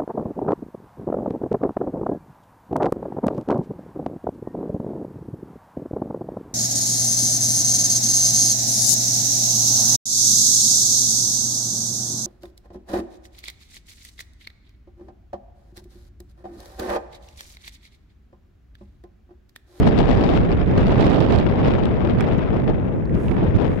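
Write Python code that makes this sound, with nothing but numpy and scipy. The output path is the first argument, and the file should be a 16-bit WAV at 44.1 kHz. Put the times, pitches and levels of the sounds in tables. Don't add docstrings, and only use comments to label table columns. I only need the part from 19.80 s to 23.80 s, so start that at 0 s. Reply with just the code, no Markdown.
import sys
import numpy as np
from scipy import signal
from scipy.fft import rfft, irfft
from scipy.io import wavfile

SR = 44100
rng = np.random.default_rng(int(sys.argv[2]) if len(sys.argv) > 2 else 0)


def inscribe(sig):
    pcm = np.round(np.clip(np.atleast_2d(sig).T, -1, 1) * 32767)
    wavfile.write(sys.argv[1], SR, pcm.astype(np.int16))


N = 176400
T = np.arange(N) / SR
HZ = np.maximum(np.arange(N // 2 + 1) * SR / N, 1)


def from_db(db):
    return 10 ** (np.asarray(db) / 20)


def in_time(*curves):
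    return np.array([np.interp(T, *np.transpose(c)) for c in curves])


def at_hz(table, hz):
    f, *columns = np.transpose(table)
    return [np.interp(np.log(hz), np.log(f), c) for c in columns]


def pan(db):
    return from_db(np.array([[db / 2], [-db / 2]]))


def drift(hz):
    step, settle = 20, 2000
    r = np.exp(-2 * np.pi * step * hz / SR)
    white = rng.standard_normal((2, N // step + settle + 2))
    slow = signal.lfilter([1], [1, -2 * r, r * r], white)[:, settle:]
    return np.array([np.interp(np.arange(N) / step, np.arange(len(s)), s / s.std()) for s in slow])


def noise(table):
    per_hz = from_db(at_hz(table, HZ)[0]) * np.sqrt(SR / (HZ * np.log(2)))
    skirts = np.minimum(1, HZ / table[0][0]) ** 2 * np.minimum(1, table[-1][0] / HZ) ** 2
    return irfft(rfft(rng.standard_normal((2, N))) * per_hz * skirts, N)


def band(hz):
    shape = np.sqrt(np.maximum(0, 1 - 2 * np.abs(np.log2(HZ / hz))))
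    x = irfft(rfft(rng.standard_normal((2, N))) * shape, N)
    return x / x.std()


def low_pass(x, hz, order=1):
    return signal.sosfilt(signal.butter(order, hz, fs=SR, output="sos"), x + 1e-18)


def click(s, db):
    out = np.zeros(N)
    out[int(s * SR)] = from_db(db)
    return out


def ring(x, hz, t60):
    r, w = from_db(-60 / (t60 * SR)), 2 * np.pi * hz / SR
    return signal.lfilter([0, np.sin(w)], [1, -2 * r * np.cos(w), r * r], x + 1e-18)


# f/Hz, level/dB per half octave
SIMMER_SPECTRUM = [(100, -31), (350, -42.5), (1000, -51), (3000, -89.5), (6000, -75), (15000, -91.5)]

def pool_simmer():
    return noise(SIMMER_SPECTRUM)


# t/s, level/dB, half length/s
STEAM_PUFFS = [(3.45, -66, 0.067), (3.87, -75, 0.061), (3.99, -75, 0.055)]
# f/Hz, relative level/dB per half octave
STEAM_SPECTRUM = [(2000, -18), (4000, -4), (6500, -1.5), (8500, -2.5), (11000, 1), (13000, -10),
                  (16000, -8)]

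def steam_puffs(width=.3):
    mid, side = noise(STEAM_SPECTRUM)
    swell = sum(from_db(db) * np.exp(-.5 * ((T - s) / half) ** 2) for s, db, half in STEAM_PUFFS)
    return swell * (mid + width * side * np.array([[1], [-1]]))


# t/s, level/dB, f/Hz, left minus right/dB
DRY_TICKS = [(0.121, -30, 3000, 16), (3.2552, -38, 4300, 2), (3.2955, -34, 2000, -13),
             (3.4833, -29.5, 2700, -19), (3.515, -27.5, 2180, -19)]

def dry_ticks(cycles=14):
    ticks = sum(pan(pan_db) * ring(click(s, db), hz, cycles / hz) for s, db, hz, pan_db in DRY_TICKS)
    return low_pass(ticks, hz=5000)


# f/Hz, gain/dB, t60/s
CAVITY_MODES = [(1610, -5, 0.0047), (2160, -3, 0.0049), (3270, -10, 0.0054), (5170, -8.5, 0.0019),
                (8200, -22, .004)]

def bubble_splat(s=2.4072, tear_db=-27, decay_s=.0018, snap_db=4.5, left_lag_s=.0012):
    envelope = (T >= s) * np.exp(-np.abs(T - s) / decay_s)
    tear = from_db(tear_db) * rng.standard_normal(N) * envelope
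    cavity = sum(ring(tear, hz, t60) * from_db(db) for hz, db, t60 in CAVITY_MODES)
    splat = from_db(snap_db) * tear + cavity
    at_ports = np.array([np.interp(T - left_lag_s, T, splat), splat])
    return pan(db=-3) * low_pass(at_ports, hz=7500, order=2)


# f/Hz, level/dB per half octave
RUMBLE_SPECTRUM = [(16, -46.5), (33, -34), (65, -28.5), (125, -25.5), (190, -24.5), (270, -28.5),
                   (400, -30), (800, -54.5)]
# t/s, gain/dB
RUMBLE_GAIN_LEFT = [(0.0, 4.5), (0.12, -7.5), (0.64, 1.5), (0.84, -7.5), (0.96, 5), (1.32, -5.5), (1.4, -3),
                    (1.88, -0.5), (2.12, -1), (2.56, 0.5), (2.84, -6), (3.5, 1), (3.84, 1.5), (3.99, -1.5)]
RUMBLE_GAIN_RIGHT = [(0.0, 3), (0.6, 1), (0.72, -0.5), (0.92, 0.5), (1.6, 2), (1.72, -2), (1.84, 3.5),
                     (2.16, -5.5), (2.28, 3), (2.6, -8.5), (2.895, -0.5), (3.12, -6), (3.68, -3),
                     (3.76, -10), (3.99, -7.5)]

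def wind_rumble(buffet_db, spread_db=2, buffet_share=.6):
    air = noise(RUMBLE_SPECTRUM)
    air = air + (pan(db=-7.5) - 1) * low_pass(air, hz=60)
    lumps_db = spread_db * drift(hz=10.6) + buffet_share * buffet_db
    return air * from_db(in_time(RUMBLE_GAIN_LEFT, RUMBLE_GAIN_RIGHT) + lumps_db)


# f/Hz, level/dB per half octave, rise/dB per dB of gust, flutter depth/dB
SMALL_EDDIES = [(149, -37.5, 1.5, 6), (273, -30, 1.3, 2), (510, -30.5, 0.95, 1.13), (797, -36.5, 1.36, 2.5),
                (1165, -40.5, 0.79, 3.5), (1440, -41.5, 0.53, 3.5), (2330, -43.5, 0.6, 4),
                (3060, -49, 1.14, 4.5), (4300, -60, 1.57, 5.5), (6130, -73, 1.55, 6.5), (8800, -86, 1.9, 7),
                (14000, -103, 1.2, 1.5)]
# t/s, left tilt/dB per octave, right tilt/dB per octave
FLUTTER_TILT = [(0, 0.9, -1.5), (.5, 1.5, -0.5), (.8, 0.54, -0.3), (1.5, 0.5, 0.5), (2.1, 0, 0),
                (2.8, -0.74, -1.5), (3.15, -3, -5.5), (3.7, -0.6, 0.5), (4, -0.9, -3.5)]

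def wind_flutter(gust_db, flutter_hz=193, sway_hz=25, pivot_hz=920, limit=5):
    shared_bursts = drift(flutter_hz) + .47 * drift(sway_hz)
    tilt = in_time([(s, left) for s, left, _ in FLUTTER_TILT],
                   [(s, right) for s, _, right in FLUTTER_TILT])
    centres_hz = 16 * 2 ** (np.arange(21) / 2)
    out = 0
    for hz in centres_hz[centres_hz > SMALL_EDDIES[0][0]]:
        level_db, follows, depth_db = at_hz(SMALL_EDDIES, hz)
        bursts = shared_bursts + .45 * drift(flutter_hz)
        flutter = from_db(depth_db * limit * np.tanh(bursts / limit))
        gain = from_db(level_db + follows * gust_db + tilt * np.log2(hz / pivot_hz))
        out = out + band(hz) * gain * flutter / np.sqrt(np.mean(flutter ** 2))
    return out


def eddy_slaps(rows, pressure=.45, half_s=.00099):
    suction, crack = 0, 0
    for s, db in rows:
        u = .5 * ((T - s) / half_s) ** 2
        suction = suction - pressure * (1 - u) * np.exp(-u / 2)
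        crack = crack + from_db(db) * np.exp(-u)
    return suction, crack


# t/s, crack gain/dB
LEFT_PORT_SLAPS = [(.0665, 4), (.294, -4), (.31, -5), (.458, -5), (1.07, 3), (1.121, -2), (2.056, 2.5),
                   (2.534, -5), (2.582, -1)]
RIGHT_PORT_SLAPS = [(.075, -3), (.201, -12), (.413, -5), (.554, -1), (.979, 3), (1.083, 1), (1.21, 4),
                    (1.256, 4), (1.302, 5), (1.333, -1), (1.346, 5), (1.405, 5), (1.412, 5), (1.445, -5),
                    (1.524, 5.5), (1.56, 3), (1.587, 5), (1.877, -2)]
# f/Hz, level/dB per half octave
CRACKLE_SPECTRUM = [(2000, -35), (4200, -38.5), (6300, -47.5), (15000, -62.5)]

def with_port_crackle(wind, onset=.33, full=.62):
    suction, crack = np.stack([eddy_slaps(LEFT_PORT_SLAPS), eddy_slaps(RIGHT_PORT_SLAPS)], axis=1)
    overload = np.clip((np.abs(wind) - onset) / (full - onset), 0, 1)
    return wind + suction + noise(CRACKLE_SPECTRUM) * np.maximum(crack, overload)


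# t/s, strength/dB
LEFT_PORT_GUSTS = [(0.0, 3.5), (0.04, 5), (0.24, 3.5), (0.46, 9.5), (0.84, -3.5), (1.04, 4), (1.6, 3),
                   (2.01, 4.5), (2.12, 2.5), (2.32, 3), (2.38, -3), (2.46, 3.0), (3.2, -4.5), (3.24, -14),
                   (3.36, -4.5), (3.52, -6), (3.6, 3.5), (3.76, -1), (3.84, 8.5), (3.99, -4.5)]
RIGHT_PORT_GUSTS = [(0.0, 0), (0.32, -2.5), (0.519, 4), (0.84, -5.5), (0.92, 2), (1.16, 0), (1.385, 9),
                    (1.601, 4.5), (1.68, -7.5), (1.8, 1.5), (2.2, -4.5), (2.44, 0), (2.56, -0.5), (2.6, -4),
                    (2.88, -7), (2.961, -10), (3.04, -7), (3.28, -12), (3.64, 1.5), (3.76, -23),
                    (3.96, -9.5), (3.99, -22)]
# t/s, left change/dB, right change/dB
PORT_BUFFETS = [(0.069, 6.5, 5.5), (0.202, 7.5, 6.5), (0.296, 4.5, 5.5), (0.722, 5, 4.5), (0.819, 5.5, 4.5),
                (.98, 2, 3), (1.12, 5, 1.5), (1.21, 3.5, 8.5), (1.259, 6.5, 5.5), (1.552, 0.5, 5),
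                (1.868, 2.5, 3.5), (2.768, 3, 6), (2.897, 8, 5), (3.52, -16, 5.5), (3.618, -5.5, 2.5),
                (3.758, -4, 21), (3.84, -2.5, 17), (3.908, -3.5, 11.5)]

def wind_on_microphone(buffet_half_s=.016):
    buffet_db = sum(np.outer([left, right], np.exp(-.5 * ((T - s) / buffet_half_s) ** 2))
                    for s, left, right in PORT_BUFFETS)
    gust_db = in_time(LEFT_PORT_GUSTS, RIGHT_PORT_GUSTS) + buffet_db
    return with_port_crackle(wind_rumble(buffet_db) + wind_flutter(gust_db))


def scene():
    return wind_on_microphone() + dry_ticks() + bubble_splat() + steam_puffs() + pool_simmer()


def record(dry):
    ceiling, cutoff_hz = .67, 15800
    rounded = dry / (1 + (dry / ceiling) ** 4) ** (1 / 4)
    return signal.sosfilt(signal.ellip(10, .1, 80, cutoff_hz, fs=SR, output="sos"), rounded)


dry = scene()
out = record(dry)
inscribe(out)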